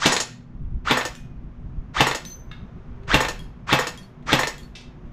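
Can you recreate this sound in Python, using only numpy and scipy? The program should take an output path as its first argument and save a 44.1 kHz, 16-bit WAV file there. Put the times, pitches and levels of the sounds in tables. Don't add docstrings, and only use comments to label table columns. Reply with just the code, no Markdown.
import sys
import numpy as np
from scipy import signal
from scipy.fft import rfft, irfft, next_fast_len
from scipy.io import wavfile
from scipy.ndimage import uniform_filter1d

SR = 44100
rng = np.random.default_rng(int(sys.argv[2]) if len(sys.argv) > 2 else 0)


def put_to_file(sound):
    columns = np.atleast_2d(sound).T
    safe = np.clip(columns, -1, 1)
    whole_steps = np.round(safe * 32767)
    wavfile.write(sys.argv[1], SR, whole_steps.astype(np.int16))


def invert_db(x):
    u = np.asarray(x, float) / 20
    return 10 ** u


N = 226100

# t/s, buffeting level/dB
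GUSTS = [(0.0, -43.5), (0.37, -56), (0.67, -27.5), (1.08, -48.5), (1.34, -38.5), (1.51, -41), (1.78, -30.5),
         (1.93, -44.5), (2.0, -38), (2.23, -51), (2.45, -38), (2.64, -46), (3.17, -30.5), (3.24, -38.5),
         (4.2, -51.5), (4.31, -42), (4.95, -48), (5.13, -43.5)]
# f/Hz, level/dB
BUFFET = [(15, -2), (35, 2.5), (60, 0.5), (100, -9), (170, -13), (300, -40.5), (3000, -100)]
# f/Hz, level/dB
RUMBLE = [(50, -36.5), (100, -3.5), (150, 5.5), (250, -4.5), (380, -13.5), (600, -39.5), (5000, -92.5)]
# f/Hz, level/dB, width/Hz
FAN_ORDERS = [(118.4, -52, 4.), (242.2, -53, 2.5)]
# t/s, f/Hz, level/dB
ENGINE = [(0, 352.8, -88), (2.099, 357.2, -69), (2.4, 358.6, -62), (3.051, 396.4, -55),
          (3.599, 376.4, -65.5), (4.598, 371, -62.5), (5.13, 361.3, -61)]
# f/Hz, level/dB
WASH = [(200, -28), (350, -5.5), (600, -8.5), (1200, -12), (2500, -23.5), (3300, -28), (4200, -35),
        (6500, -38), (8000, -50.5), (12500, -55), (15000, -68)]

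# slam t/s, slam level/dB, treble toward microphone level/dB, spin-up stretch factor,
# f/Hz below which the shoulder damps the thump
SHOTS = [
    (0.0599, -11.5, 7, .93, 165),
    (.9100, -13, -2, .9, 235),
    (2.0065, -10.5, -0.5, .98, 90),
    (3.1429, -10, -1.5, 1.01, 90),
    (3.728, -10.5, -2, .86, 90),
    (4.3298, -10.5, -0.5, .98, 90),
]
TOOTH_DEPTHS = [.25, .4, .35, .9, .3, .4]
# t/s from the slam, gear mesh f/Hz, load level/dB
SPIN = [
    (-.072, 834, -31.5),
    (-.062, 977, -15.5),
    (-.039, 1198, -3.5),
    (-.013, 1957, -3),
    (.004, 2360, -0.9),
    (0.049, 2140, -3.5),
    (.12, 1510, -10.5),
    (.2, 810, -29.5),
    (.261, 493, -48.5),
]
# f/Hz, level/dB
GRIND = [(250, -14), (500, -13), (1000, -5.5), (2000, -7), (3500, -14.5), (6300, -20), (8500, -30.5),
         (10000, -48.5), (15500, -57.5)]
# f/Hz, level/dB
RELEASE = [(200, -20), (400, -0.5), (900, -11.5), (1800, -11.5), (3500, -7), (8000, -35), (15000, -56)]
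# f/Hz, level/dB
SLAM = [(150, -33), (250, -1.5), (933, -3), (1340, -8), (1710, -5.5), (2000, -11.5), (3600, -5.5),
        (3860, -13.5), (4360, -16), (8860, -25.5), (10200, -46), (12800, -29), (15700, -50)]
# f/Hz, level/dB, t60/s
SHELL_MODES = [(522, -4.5, 0.43), (852, 0.5, 0.3), (1200, -3.5, .1), (1627, -4, 0.15), (1780, -6.5, 0.13),
               (2642, 9, 0.055), (3448, -25, 0.043), (3636, -20.5, 0.026), (4300, -14.5, 0.084)]
# f/Hz, level/dB, t60/s
THUMP_MODES = [(130.2, -8.5, 0.12), (189.6, -6, 0.07), (250.8, -12, 0.14)]
# f/Hz, level/dB
MUZZLE = [(300, -5.5), (1500, -2.5), (2900, 9.5), (4000, -5), (7500, -7), (10000, -16), (12500, -7.5),
          (15500, -45)]
# f/Hz, level/dB
RETURN = [(180, -49), (300, -3), (527, 0), (1620, -2.5), (1890, -8.5), (2120, -11.5), (3720, -13.5),
          (4110, -13), (4850, -18.5), (6860, -17), (8790, -25.5), (14000, -28), (15700, -58.5)]
# f/Hz, level/dB
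LOCK = [(180, -42), (300, 0.5), (469, -1.5), (1850, -9), (2120, -31), (2630, -4), (3780, -11.5),
        (6640, -8.5), (7580, -14.5), (13100, -28), (15700, -35)]
# f/Hz, level/dB
LATCH = [(180, -37), (300, -7), (1940, -1.5), (3380, -8.5), (4320, -10), (4930, -22), (6840, -14.5),
         (9030, -29), (15000, -39)]
# f/Hz, level/dB, t60/s
ACTION_MODES = [(496, 2.5, 0.12), (1020, -24, 0.13), (1830, 9.5, 0.048), (4180, -8, 0.06),
                (5440, -12, 0.038), (7850, -3.5, 0.069)]
# f/Hz, level/dB, width/Hz
SPRING = [(6840, -6.5, 130), (6380, -13, 120), (5400, -11.5, 370), (9760, -19, 110)]
# t/s, level/dB
LATCHES = [
    (0.165, -5),
    (1.01, -11),
    (2.112, -8.5),
    (3.249, -8),
    (3.833, -22),
    (4.433, -8),
]
# t/s, level/dB
CREAKS = [
    (3.033, -53.5),
    (4.225, -57),
]
# delay t/s, level/dB
ECHOES = [(.0022, -13.5), (.0062, -8), (.0092, -7.5), (0.0135, -4), (0.018, -9), (0.02, -4.5), (0.024, -14)]
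# f/Hz, t60/s
YARD_DECAY = [(100, 0.36), (400, 0.29), (1500, 0.4), (4000, 0.38), (9000, 0.27), (15000, 0.34)]

# f/Hz, rms level/dB, hold t/s, t60/s
POST = [(2482, -63, .04, .6), (6449, -71, .04, .3), (8683, -72, .004, .05)]
# f/Hz, rms level/dB, hold t/s, t60/s
GONG = [(6142, -44, .09, .25), (6131, -56, .03, .6), (12040, -59, .07, .45), (11990, -64, .01, .5),
        (14570, -62, .01, .4), (10570, -66, .01, .3), (8120, -76, .05, .6), (3850, -39, .002, .02),
        (4230, -56, .018, .06)]
# f/Hz, rms level/dB, hold t/s, t60/s
DISC = [(3285, -50, .014, .06), (3290, -66, .06, .35), (1000, -57, .02, .1), (4533, -70, .02, .2)]
# f/Hz, rms level/dB, hold t/s, t60/s
FRAME = [(7190, -53, .008, .055), (9190, -68, .02, .2)]
# t/s, target modes, target level/dB, frame level/dB
STRIKES = [
    (1.152, POST, 0, -1),
    (2.251, GONG, 0, -40),
    (3.392, DISC, -1, -25),
    (3.977, DISC, 0, -6),
    (4.582, DISC, -6, -5),
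]
# t/s, f/Hz, rms level/dB
SHED_ECHOES = [
    (2.300, 4230, -56),
    (4.020, 4425, -60),
    (4.625, 4425, -57),
]
# t/s, level/dB, centre f/Hz
TICKS = [(1.1522, -26, 7140), (1.2042, -44, 6460), (2.2517, -22, 5880), (2.3014, -34, 6200),
         (3.3927, -25, 3260), (3.4435, -42, 3250), (3.9757, -26.5, 3280), (4.032, -39, 4430),
         (4.581, -25.5, 3420), (4.608, -37, 3040), (4.6335, -37, 4430)]
# t/s, level/dB, low edge f/Hz, high edge f/Hz, rattle t60/s
GLANCES = [
    (2.514, -39.5, 1260, 4010, 0.035),
    (2.566, -64, 2416, 5030, 0.033),
    (4.752, -43, 2580, 5500, 0.13),
    (4.807, -52, 2510, 6000, 0.068),
    (5.062, -76, 4000, 8060, 0.036),
]
# f/Hz, level/dB, t60/s
BOARD_MODES = [(1400, -6, .02), (1650, -1, .035), (2150, -1, .035), (2700, -3, .03), (3650, 2, .03),
               (4500, -6, .015)]


def evened(x):
    return x / np.sqrt(np.mean(x ** 2) + 1e-20)


def read(points, hz):
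    f, value = np.transpose(points)
    return np.interp(np.log(hz + 1), np.log(f + 1), value)


def add(mix, s, sound):
    at = round(s * SR)
    sound = sound[max(-at, 0):]
    part = mix[max(at, 0):][:len(sound)]
    part += sound[:len(part)]


def colour(x, points):
    hz = abs(np.fft.fftfreq(4096, 1 / SR))
    gain = np.log(invert_db(np.maximum(read(points, hz), -100)))
    taps = np.fft.ifft(np.exp(gain - 1j * signal.hilbert(gain).imag)).real[:2048]
    return signal.oaconvolve(x, taps)[:len(x)]


def noise(points, size=N):
    padded = next_fast_len(size)
    spectrum = rfft(rng.standard_normal(size), padded)
    spectrum = spectrum * invert_db(read(points, np.fft.rfftfreq(padded, 1 / SR)))
    return evened(irfft(spectrum, padded)[:size])


def resonate(x, hz, width):
    turn = np.exp(2j * np.pi * np.cumsum(hz * np.ones(len(x))) / SR)
    r = np.exp(-np.pi * width / SR)
    return 2 * (turn * signal.lfilter([1 - r], [1, -r], x / turn)).real


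def whistle(hz, width, size=N):
    once = resonate(rng.standard_normal(size), hz, width)
    return evened(resonate(once, hz, width))


def slow_noise(size, window):
    return evened(uniform_filter1d(uniform_filter1d(rng.standard_normal(size), window), window))


def wind():
    calm_db, rumble_db, rumble_share = -46, -46.5, 0.19
    gust_db = np.interp(np.arange(N) / SR, *np.transpose(GUSTS))
    lumps_db = 2.4 * slow_noise(N, 1500)
    rumble_db = rumble_db + rumble_share * (gust_db - calm_db)
    buffeting = invert_db(gust_db + 1.5 + lumps_db) * noise(BUFFET)
    return buffeting + invert_db(rumble_db + lumps_db) * noise(RUMBLE)


def fan():
    return sum(invert_db(db) * whistle(hz, 2 * width) for hz, db, width in FAN_ORDERS)


def engine_and_wash():
    wash_db, engine_mean_db, engine_share = -55.5, -65.5, .2
    duck_db, recover_s = -0.5, 0.21
    t = np.arange(N) / SR
    s, hz, db = np.transpose(ENGINE)
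    engine_db = np.interp(t, s, db)
    engine = invert_db(engine_db) * whistle(np.interp(t, s, hz), 9.1)
    for slam_s, *_ in SHOTS:
        wash_db = wash_db + duck_db * (t > slam_s) * np.exp(-abs(t - slam_s) / recover_s)
    wash_db = wash_db + engine_share * (engine_db - engine_mean_db)
    return engine + invert_db(wash_db) * noise(WASH)


def motor(stretch, tooth_depth):
    grind_db, whine_db = -24, -22.5
    engage_s, engage_rise_s, free_db = -.041, 0.0026, -12.5
    sag_db_per_s, slack_db_per_s, slack_db = -150, -520, -23.5
    s, *columns = np.transpose(SPIN)
    s = np.where(s < 0, s * stretch, s)
    t = np.arange(s[0], s[-1], 1 / SR)
    hz, load_db = (np.interp(t, s, c) for c in columns)
    since = t - engage_s * stretch
    line_db = free_db * np.clip(-since / engage_rise_s, 0, 1)
    line_db += sag_db_per_s * np.maximum(since, 0) + slack_db_per_s * np.maximum(t, 0)
    teeth = 1 + tooth_depth * np.cos(2 * np.pi * 98 * (t + .035))
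    upper_hz = 1.25 * hz + 1400
    mesh = np.sin(2 * np.pi * np.cumsum(hz) / SR) + 0.6 * whistle(hz, 450, size=len(t))
    upper = np.sin(2 * np.pi * np.cumsum(upper_hz) / SR) + 1.4 * whistle(upper_hz, 400, size=len(t))
    whine = mesh + invert_db(-10) * upper * np.clip((hz - 1200) / 250, 0, 1)
    whine = teeth * invert_db(whine_db + 3 + np.maximum(line_db, slack_db)) * whine
    return s[0], invert_db(load_db) * (whine + invert_db(grind_db) * noise(GRIND, size=len(t)))


def ring(modes, t):
    detune = .012
    out = np.zeros(len(t))
    for hz, db, t60 in modes:
        mode_hz = hz * (1 + detune * rng.standard_normal())
        out += invert_db(db - 60 * t / t60) * np.sin(2 * np.pi * mode_hz * t)
    return out / abs(out).max()


def blow_maker(spectrum, modes, rise, t60, ring_db, spring_db):
    t = np.arange(8000) / SR
    shape = (1 - np.exp(-t / rise)) * invert_db(-60 * t / t60)
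    habit = noise(spectrum, size=len(t))
    swell = (t / .013) ** 5 * np.exp(5 - 5 * t / .013)
    spring = evened(sum(invert_db(db) * whistle(hz, width, size=len(t)) for hz, db, width in SPRING))

    def blow():
        rattle = shape * (0.81 * habit + 0.7 * noise(spectrum, size=len(t)))
        return rattle + invert_db(ring_db) * ring(modes, t) + invert_db(spring_db) * swell * spring
    return blow


def thump(shoulder_hz):
    shoulder_db, lift_db = -7, 3
    t = np.arange(8000) / SR
    out = np.zeros(len(t))
    lift = lift_db * (shoulder_hz > THUMP_MODES[0][0])
    for hz, db, t60 in THUMP_MODES:
        change_db = shoulder_db if hz < shoulder_hz else lift
        out += invert_db(db + change_db - 60 * t / t60) * np.sin(2 * np.pi * hz * t)
    return -(1 - np.exp(-t / 0.01)) * out


def impulse(spectrum, size):
    pulse = colour(np.exp(-np.arange(size) / SR / .00005), spectrum)
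    return pulse / abs(pulse).max()


def rifle():
    release_s, return_s, lock_s = -.0105, .0618, .1413
    return_db, lock_db = -13.5, -22.5
    start_db, start_lag_s = -45.5, .008
    lead = .1
    out = np.zeros(N)
    slam = blow_maker(SLAM, SHELL_MODES, 0.00093, 0.088, 2.0, -27.5)
    back = blow_maker(RETURN, ACTION_MODES, 0.0025, 0.052, -1, -15.5)
    lock = blow_maker(LOCK, ACTION_MODES, 0.0008, 0.074, 0.95, -13.5)
    latch = blow_maker(LATCH, ACTION_MODES, 0.00025, 0.052, -19.5, -40.0)
    release = blow_maker(RELEASE, SHELL_MODES, .001, 0.098, -24, -54.0)
    pop = impulse(MUZZLE, 800)
    snap = impulse(RETURN, 8000)
    for setting, (latch_s, latch_db), tooth_depth in zip(SHOTS, LATCHES, TOOTH_DEPTHS):
        s, slam_db, treble_db, stretch, shoulder_hz = setting
        shot = np.zeros(SR // 2)
        start, whine = motor(stretch, tooth_depth)
        add(shot, lead + start, whine)
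        add(shot, lead + start + start_lag_s, invert_db(start_db) * latch())
        add(shot, lead + release_s, invert_db(slam_db - 9) * release())
        add(shot, lead - .004, thump(shoulder_hz))
        add(shot, lead - .001, invert_db(slam_db) * slam())
        add(shot, lead + .001, -invert_db(slam_db + 10) * pop)
        add(shot, lead + return_s, invert_db(return_db) * (back() + snap))
        add(shot, lead + lock_s, invert_db(lock_db) * (lock() + 1.3 * snap))
        add(shot, lead + latch_s - s, invert_db(latch_db - 11.0) * (latch() - 1.1 * snap))
        aim = [(2500, 0.0072), (6000, treble_db), (10000, treble_db), (13000, -.3 * treble_db)]
        add(out, s - lead, colour(shot, aim))
    for s, db in CREAKS:
        add(out, s, invert_db(db) * latch())
    return out


def yard(x, echo_db, tail_db):
    taps = np.zeros(SR)
    at = np.arange(300, SR - 20, 20) + rng.integers(0, 20, (SR - 301) // 20)
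    taps[at] = rng.choice([-1., 1.], len(at))
    hz, t, z = signal.stft(taps, SR, nperseg=256)
    decay = invert_db(-60 * t / read(YARD_DECAY, hz)[:, None])
    tail = signal.istft(z * decay, SR, nperseg=256)[1]
    tail *= invert_db(tail_db) / np.linalg.norm(tail)
    for s, db in ECHOES:
        tail[round(s * SR)] += invert_db(db + echo_db)
    return x + signal.fftconvolve(x, tail)[:N]


def partial(hz, db, hold, t60):
    t = np.arange(SR // 2) / SR
    flutter = invert_db(2.5 * slow_noise(len(t), 250))
    rise = 1 - np.exp(-t / (.1 * hold))
    decay = invert_db(db + 4.5 - 60 * np.maximum(t - hold, 0) / t60)
    return flutter * decay * rise * np.sin(2 * np.pi * hz * t)


def struck_targets():
    shed_s, shed_db = .0527, -13
    out = np.zeros(N)
    for s, modes, target_db, frame_db in STRIKES:
        struck = sum(partial(*m) for m in modes)
        frame = sum(partial(*m) for m in FRAME)
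        add(out, s, invert_db(target_db) * struck + invert_db(frame_db) * frame)
    out = out + invert_db(shed_db) * np.roll(out, round(shed_s * SR))
    for s, hz, db in SHED_ECHOES:
        add(out, s, partial(hz, db, hold=.034, t60=.045))
    return out


def ticks():
    out, t = np.zeros(N), np.arange(600) / SR
    for s, db, hz in TICKS:
        spectrum = [(800, -12), (2000, -3), (hz, 0), (12000, -10), (15500, -26)]
        add(out, s, invert_db(db - 12.5) * noise(spectrum, size=600) * invert_db(-60 * t / .012))
    return out


def glances():
    out, t = np.zeros(N), np.arange(6000) / SR
    for s, db, low_hz, high_hz, t60 in GLANCES:
        band = [(0.42 * low_hz, -26), (low_hz, 0), (high_hz, -3), (1.68 * high_hz, -22),
                (13000, -38), (15000, -60)]
        rattle = rng.standard_normal(6000) * invert_db(-60 * t / t60) * np.minimum(t / (0.03 * t60), 1)
        driven = signal.oaconvolve(rattle, ring(BOARD_MODES, t[:4000]))[:6000]
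        hit = rattle + invert_db(-25.5) * driven + invert_db(2.5) * ring(BOARD_MODES, t)
        hit = colour(hit, band)
        add(out, s, invert_db(db + 11.0) * hit / abs(hit).max())
    return out


def scene():
    mono = wind() + fan() + engine_and_wash()
    mono += yard(rifle(), echo_db=-9.0, tail_db=-8.5)
    mono += struck_targets() + yard(ticks() + glances(), echo_db=-12.0, tail_db=-1.5)
    return np.array([mono, mono])


def roll_off(x):
    return signal.sosfilt(signal.butter(12, 15850, fs=SR, output="sos"), x)


def record(dry):
    limited = dry / (1 + dry ** 6) ** (1 / 6)
    band_edge = signal.firwin(511, 15600, window=("kaiser", 9), fs=SR)
    x = signal.oaconvolve(limited, band_edge[None], "same")
    top = signal.sosfilt(signal.butter(8, 12000, "high", fs=SR, output="sos"), x[1])
    left = x[0] - 0.24 * top
    right = x[1] + invert_db(2) * np.roll(top, 400)
    return roll_off(np.array([left, right]))


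dry = scene()
out = record(dry)
put_to_file(out)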